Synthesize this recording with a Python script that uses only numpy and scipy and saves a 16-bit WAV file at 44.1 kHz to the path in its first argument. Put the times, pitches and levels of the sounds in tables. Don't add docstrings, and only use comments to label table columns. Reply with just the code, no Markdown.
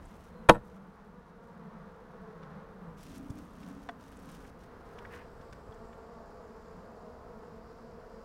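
import sys
import numpy as np
from scipy import signal
from scipy.fft import rfft, irfft, next_fast_len
from scipy.io import wavfile

SR = 44100
rng = np.random.default_rng(int(sys.argv[2]) if len(sys.argv) > 2 else 0)


def to_wav(s):
    ch = np.atleast_2d(s).T
    pcm = np.round(np.clip(ch, -1, 1) * 32767)
    wavfile.write(sys.argv[1], SR, pcm.astype(np.int16))


N = 363384
T = np.arange(N) / SR


def bees(wing_hz, tone, count, spread, wander, flutter_db):
    t, pulses = T[::64], np.zeros(N + 1)
    mood = drift(t, 5)
    for offset in np.linspace(-1, 1, count):
        waver = drift(t, 3.5) + .45 * drift(t, 24) + .35 * mood
        hz = wing_hz * np.exp(spread * offset + wander * waver)
        beats = np.cumsum(hz) * t[1] + rng.random()
        beat_s = np.interp(np.arange(1, beats[-1]), beats, t)
        strength = undb(flutter_db * drift(beat_s, 7)) * np.exp(-offset ** 2 / 2)
        sample, fraction = (beat_s * SR).astype(int), beat_s * SR % 1
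        pulses[sample] += strength * (1 - fraction)
        pulses[sample + 1] += strength * fraction
    return unit(colour(pulses[:N] - pulses.mean(), tone))


def near_bees():
    # peak in seconds, half width in seconds, relative level in dB.
    fan_bouts = [(0.14, 0.02, -51.5), (0.41, 0.072, -50), (0.8, .12, -54.5), (1.17, 0.24, -55.5),
                 (1.71, .16, -48.5), (2.26, .13, -50.5), (2.53, 0.12, -47.5), (2.88, 0.096, -48.5),
                 (3.22, 0.24, -55), (3.69, 0.096, -49), (4.3, 0.12, -54), (6.4, 0.17, -61.5),
                 (6.77, 0.091, -51.5)]
    dart_passes = [(3.27, 0.13, -48), (3.76, 0.16, -52), (4.33, 0.21, -59)]
    # time in seconds, relative level in dB.
    whine_levels = [(0, -89), (.35, -53.5), (1.1, -63), (1.6, -56.5), (2.85, -55), (3.1, -67.5),
                    (4.5, -59.5), (5.6, -56.5), (6.9, -53), (8.24, -54.5)]
    hover_levels = [(0, -65.5), (1.3, -66.5), (2.2, -60), (4.5, -64.5), (5.8, -55), (8.24, -55.5)]
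    # frequency in Hz, gain in dB.
    fan_tone = [(95, -32), (140, 1), (175, 1.5), (225, -2), (300, -20), (400, -27), (600, -19.5),
                (1200, -17), (2500, -38.5), (6000, -60)]
    whine_tone = [(250, -27.5), (430, 4), (560, 1), (950, -6), (1450, -12.5), (2400, -33), (6000, -63.5)]
    dart_tone = [(130, -50), (230, 8.5), (310, 10), (500, -10), (1200, -28), (2500, -26), (6000, -56.5)]
    hover_tone = [(110, -26), (220, -3.5), (330, -1), (450, -1), (680, -2), (900, -9.5), (1150, -8),
                  (1600, -24), (2500, -40), (6000, -57.5)]
    fanning = bees(188, fan_tone, count=20, spread=.22, wander=.055, flutter_db=2.8)
    whining = bees(482, whine_tone, count=12, spread=.11, wander=.04, flutter_db=3.2)
    darting = bees(262, dart_tone, count=9, spread=.11, wander=.033, flutter_db=3)
    hovering = bees(225, hover_tone, count=13, spread=.05, wander=.028, flutter_db=3.9)
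    hovering *= undb(drift(T, 5.5))
    stragglers = bees(205, hover_tone, count=9, spread=.14, wander=.04, flutter_db=1.4)
    return (fanning * surges(fan_bouts, rest_db=-60.5) * undb(-1)
            + whining * swell(whine_levels) * undb(-2.5)
            + darting * surges(dart_passes, rest_db=-74)
            + (hovering + stragglers * undb(-5.5)) * swell(hover_levels))


def colony():
    # time in seconds, relative level in dB.
    drone_levels = [(0, -63), (1.4, -62), (2.55, -56.5), (3.1, -62), (4.6, -59.5), (5.05, -55.5),
                    (5.4, -60), (8.24, -62)]
    hiss_levels = [(0, -95), (4.5, -87), (5.4, -78.5), (8.24, -77)]
    # frequency in Hz, gain in dB.
    drone_tone = [(200, -21.5), (400, 8.5), (600, -3.5), (1000, 1.5), (1350, -1), (1800, -7.5),
                  (2500, -22.5), (4000, -23.5), (6500, -32), (9000, -48)]
    hiss_tone = [(2000, -28), (3200, -18), (3900, -5), (4850, 2.5), (5600, -2.5), (6400, -11.5),
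                 (7150, -10.5), (8100, -14), (9200, -21.5), (15000, -28.5)]
    drone = bees(235, drone_tone, count=24, spread=.25, wander=.05, flutter_db=3.5)
    hiss = noise(hiss_tone) * swell(hiss_levels) * undb(1.13 * drift(T, 13))
    return drone * swell(drone_levels) * undb(1.5) + hiss


def knock():
    # start in seconds, relative level in dB, contact time in ms.
    contacts = [(0.4885, -22.9, 0.07), (0.49001, -10.3, 0.29), (0.49212, -9.0, 0.15), (0.49472, -9.1, 0.05),
                (0.49772, -14.1, 0.29), (0.50176, -14.1, 0.72), (0.50587, -24.9, 0.18),
                (0.51424, -39.5, 0.1), (0.5355, -42, 0.22), (0.54607, -40.5, 0.17), (0.5535, -37, 0.21),
                (0.56317, -40, 0.27), (0.577, -48, 0.25)]
    # frequency in Hz, gain in dB, seconds to fall 60 dB.
    roof_modes = [(133, -0.8, 0.137), (180, 2.9, 0.056), (213, -0.9, 0.085), (324, -5.3, 0.101),
                  (476, -8.7, 0.131), (534, -1.4, 0.045), (602, 2.9, 0.062), (683, 5.2, 0.021),
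                  (791, 1.2, 0.03), (866, -9.1, 0.088), (976, 3.0, 0.057), (1100, -6.0, 0.062),
                  (1200, -0.2, 0.019), (1276, -4.2, 0.042), (1358, 2.2, 0.039), (1490, -2.2, 0.043),
                  (1644, 0.4, 0.015), (1823, -0.3, 0.066), (2052, -14.0, 0.042), (2444, 0.5, 0.011),
                  (2636, -8.0, 0.039), (2794, -14.3, 0.029), (3052, -13.3, 0.037), (3251, -9.0, 0.03),
                  (3773, -8.2, 0.036)]
    tin_modes = [(4020, -12, .018), (5400, -14, .018), (6450, -10, .018), (6950, -14, .018),
                 (9600, -11, .018), (12500, -17, .015)]
    # frequency in Hz, gain in dB.
    crack_tone = [(60, -10), (300, -8), (1200, -10), (2500, -10.5), (4000, -7.5), (5000, -16),
                  (7000, -18.5), (9500, -11.5), (13000, -22.5), (16000, -30)]
    t, pushes, cracks = T[:SR // 2], np.zeros(N), np.zeros(N)
    fade = (np.exp(-t / .0014) + .22 * np.exp(-t / .0105)
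            + .014 * np.exp(-t / .033) + .0015 * np.exp(-t / .08))
    for start, db, contact_ms in contacts:
        push = t * np.exp(-t * 2000 / contact_ms)
        hardness = 1 / (1 + (contact_ms / .13) ** 2)
        add(pushes, start, undb(db) * push / push.sum())
        add(cracks, start, undb(db) * hardness * fade * rng.standard_normal(len(t)))
    boom = signal.fftconvolve(pushes, ring(roof_modes, t) + ring(tin_modes, t))[:N]
    out = undb(.5) * boom + undb(3.5) * colour(cracks, crack_tone)
    add(out, .51, ring([(19, -24.5, .19), (65, -36.5, .12)], t))
    add(out, .5445, ring([(7900, -58, .07), (11900, -66, .05)], t))
    return out


def suit():
    # start in seconds, length in seconds, relative level in dB.
    strokes = [(0, 0.29, -72), (.62, 0.15, -77), (1.42, 0.072, -79.5), (2.964, 0.17, -63),
               (3.129, 0.037, -59), (3.18, 0.7, -72.5), (3.335, 0.11, -70.5), (3.51, 0.4, -74.5),
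               (3.59, 0.11, -68), (3.986, 0.51, -68), (4.272, 0.097, -64), (4.583, 0.062, -70),
               (4.83, 0.3, -75), (5.116, 0.056, -65)]
    # peak in seconds, half width in seconds, level in dB.
    shifts = [(0.05, .25, -67), (3.22, 0.23, -55), (4.15, 0.79, -60), (5.2, 0.41, -57.5), (7.45, .7, -61)]
    # frequency in Hz, gain in dB.
    cloth_tone = [(300, -7.5), (1500, 5.5), (3000, 6), (4500, 2), (6000, 3.5), (7500, -2), (9200, -2),
                  (12000, -7), (15500, -10)]
    snap_tone = [(1500, -28), (4000, -9), (8500, 0), (12000, -3.5), (15500, -5.5)]
    flap_tone = [(30, -13), (85, 1), (130, -2), (330, -8), (700, -23), (2000, -48)]
    attack_s, release_s, rest_db = .022, .016, -83
    power = undb(rest_db) ** 2
    for start, length, db in strokes:
        attack = np.clip((T - start) / attack_s, 0, 1)
        release = np.exp(-np.clip(T - start - length, 0, 1) / release_s)
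        power += (undb(db) * attack * release) ** 2
    cloth = rubbing(cloth_tone, catches_per_s=420, hiss=1)
    snaps = rubbing(snap_tone, catches_per_s=60, hiss=0)
    rustle = cloth * undb(-.16 + .9 * drift(T, 70)) + snaps * undb(-8.5)
    return rustle * np.sqrt(power) + noise(flap_tone) * surges(shifts, rest_db=-76)


def grid_clicks():
    # start in seconds, relative level in dB, low and high band edge in Hz.
    taps = [(0.053, -52, 7000, 9500), (2.43, -57, 2000, 5000), (3.178, -50, 6000, 12000),
            (3.301, -50, 3980, 9900), (3.382, -58, 5000, 13000), (3.63, -51.5, 2200, 5000),
            (3.8887, -40.5, 580, 3840), (4.169, -52, 7000, 9850), (4.447, -56, 1600, 2580),
            (4.985, -48, 1880, 5530), (5.0494, -43.5, 1480, 2430), (5.411, -58, 2490, 6000),
            (5.527, -49.5, 1800, 7500), (5.721, -55, 2800, 4600), (5.741, -58.5, 6000, 8900),
            (5.928, -57, 1200, 3800)]
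    # frequency in Hz, gain in dB, seconds to fall 60 dB.
    grid_modes = [(673, 5.5, 0.067), (1140, 5.5, 0.02), (1360, -6, 0.025), (1600, 3, 0.026),
                  (1900, -4, 0.03), (2260, -5, 0.015), (2860, -5, 0.01), (3450, -8.5, 0.024),
                  (5600, -8, 0.011), (8100, -24, 0.013)]
    bounce_s, bounce_db = .004, 1.5
    t, out = T[:SR // 8], np.zeros(N)
    for start, db, low_hz, high_hz in taps:
        band = signal.butter(2, [low_hz, high_hz], "band", fs=SR, output="sos")
        for delay, contact_db in ((0, db), (bounce_s, db + bounce_db)):
            modes = [(hz * (1 + .02 * rng.standard_normal()), gain + 2 * rng.standard_normal(), t60)
                     for hz, gain, t60 in grid_modes]
            tick = .8 * np.exp(-t / .003) * rng.standard_normal(len(t))
            add(out, start + delay, undb(contact_db) * signal.sosfilt(band, ring(modes, t) + tick))
    return out


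def grid_scrape():
    # time in seconds, level in dB.
    levels = [(0, -110), (5.06, -100), (5.11, -62), (5.14, -50.5), (5.18, -58.5), (5.22, -60), (5.26, -69),
              (5.32, -100)]
    # frequency in Hz, gain in dB.
    tone = [(800, -19), (1400, -0.5), (1750, 4.5), (2200, -5.5), (2750, -5), (3400, -17), (8000, -34)]
    return rubbing(tone, catches_per_s=900, hiss=.4) * swell(levels)


def steps():
    # start in seconds, level in dB, pitch in Hz.
    footfalls = [(3.303, -30, 105), (5.691, -38, 95)]
    t, out = T[:SR // 8], np.zeros(N)
    for start, db, hz in footfalls:
        add(out, start, undb(db) * np.sin(2 * np.pi * hz * t) * np.exp(-(t / .0086) ** 2))
    return out


def sizzle():
    # time in seconds, level in dB.
    levels = [(4.9, -105), (5.3, -85), (6.4, -82.5), (7.2, -88)]
    # time in seconds, band centre in Hz.
    glide = [(5.3, 7900), (5.8, 7550), (6.2, 7020)]
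    low_noise = signal.sosfilt(signal.butter(2, 600, fs=SR, output="sos"), rng.standard_normal(N))
    centre_hz = np.interp(T, *np.transpose(glide))
    band = low_noise * np.sin(2 * np.pi * np.cumsum(centre_hz) / SR)
    return unit(band) * swell(levels) * undb(1.5 * drift(T, 18))


def bird():
    # start and length in seconds, first and last pitch in Hz, level in dB.
    whistles = [(0.295, .2, 4210, 3994, -77), (1.1, .35, 3850, 3760, -86)]
    out = np.zeros(N)
    for start, length, first_hz, last_hz, db in whistles:
        t = T[:int(length * SR)]
        hz = np.interp(t, [0, length], [first_hz, last_hz]) * (1 + .006 * drift(t, 90))
        add(out, start, undb(db) * np.sin(np.pi * t / length) * np.sin(2 * np.pi * np.cumsum(hz) / SR))
    return out


def air():
    # time in seconds, level in dB.
    levels = [(0, -53.5), (1.2, -60), (2.8, -57.5), (5.4, -55.5), (8.24, -57.5)]
    # frequency in Hz, gain in dB.
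    tone = [(10, -16.5), (28, 1), (70, -1), (105, -9.5), (300, -13), (1000, -20.5), (2500, -33.5),
            (5000, -47), (9000, -48), (16000, -51)]
    return noise(tone) * swell(levels) * undb(.46 * drift(T, 3.9))


def rubbing(tone, catches_per_s, hiss):
    strength = undb(3.2 * np.minimum(rng.exponential(size=N), 3.2))
    catches = (rng.random(N) < catches_per_s / SR) * rng.choice([-1, 1], N) * strength
    return unit(colour(unit(catches) + hiss * rng.standard_normal(N), tone))


def ring(modes, t):
    return sum((-1) ** k * undb(db - 60 * t / t60) * np.sin(2 * np.pi * hz * t)
               for k, (hz, db, t60) in enumerate(modes))


def colour(x, tone):
    hz, db = np.transpose(tone)
    size = 2 * next_fast_len(len(x) // 2 + 2048)
    bin_hz = np.arange(size // 2 + 1) * SR / size
    gain = undb(np.interp(np.log(bin_hz + 1), np.log(hz), db))
    cepstrum = irfft(np.log(gain))
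    cepstrum[1:size // 2] *= 2
    cepstrum[size // 2 + 1:] = 0
    return irfft(rfft(x, size) * np.exp(rfft(cepstrum)))[:len(x)]


def noise(tone):
    return unit(colour(rng.standard_normal(N), tone))


def surges(rows, rest_db):
    power = sum(undb(db) ** 2 * np.exp(-((T - peak) / width) ** 2) for peak, width, db in rows)
    return np.sqrt(undb(rest_db) ** 2 + power)


def swell(curve):
    return undb(np.interp(T, *np.transpose(curve)))


def drift(t, rate):
    points = rng.standard_normal(1024)
    return np.interp(t * rate, np.arange(len(points)), points) * np.sqrt(3 / 2)


def add(out, start, x):
    i = int(start * SR)
    out[i:i + len(x)] += x[:len(out) - i]


def undb(db):
    return 10 ** (np.asarray(db) / 20)


def unit(x):
    return x / np.sqrt(np.mean(x ** 2))


def scene():
    hive = near_bees() + colony() + sizzle()
    keeper = suit() + knock() + grid_clicks() + grid_scrape() + steps()
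    return (hive + keeper + bird() + air())[None]


def record(dry):
    top_hz = 15800
    return signal.sosfilt(signal.ellip(10, .2, 70, top_hz, fs=SR, output="sos"), np.tanh(dry))


dry = scene()
out = record(dry)
to_wav(out)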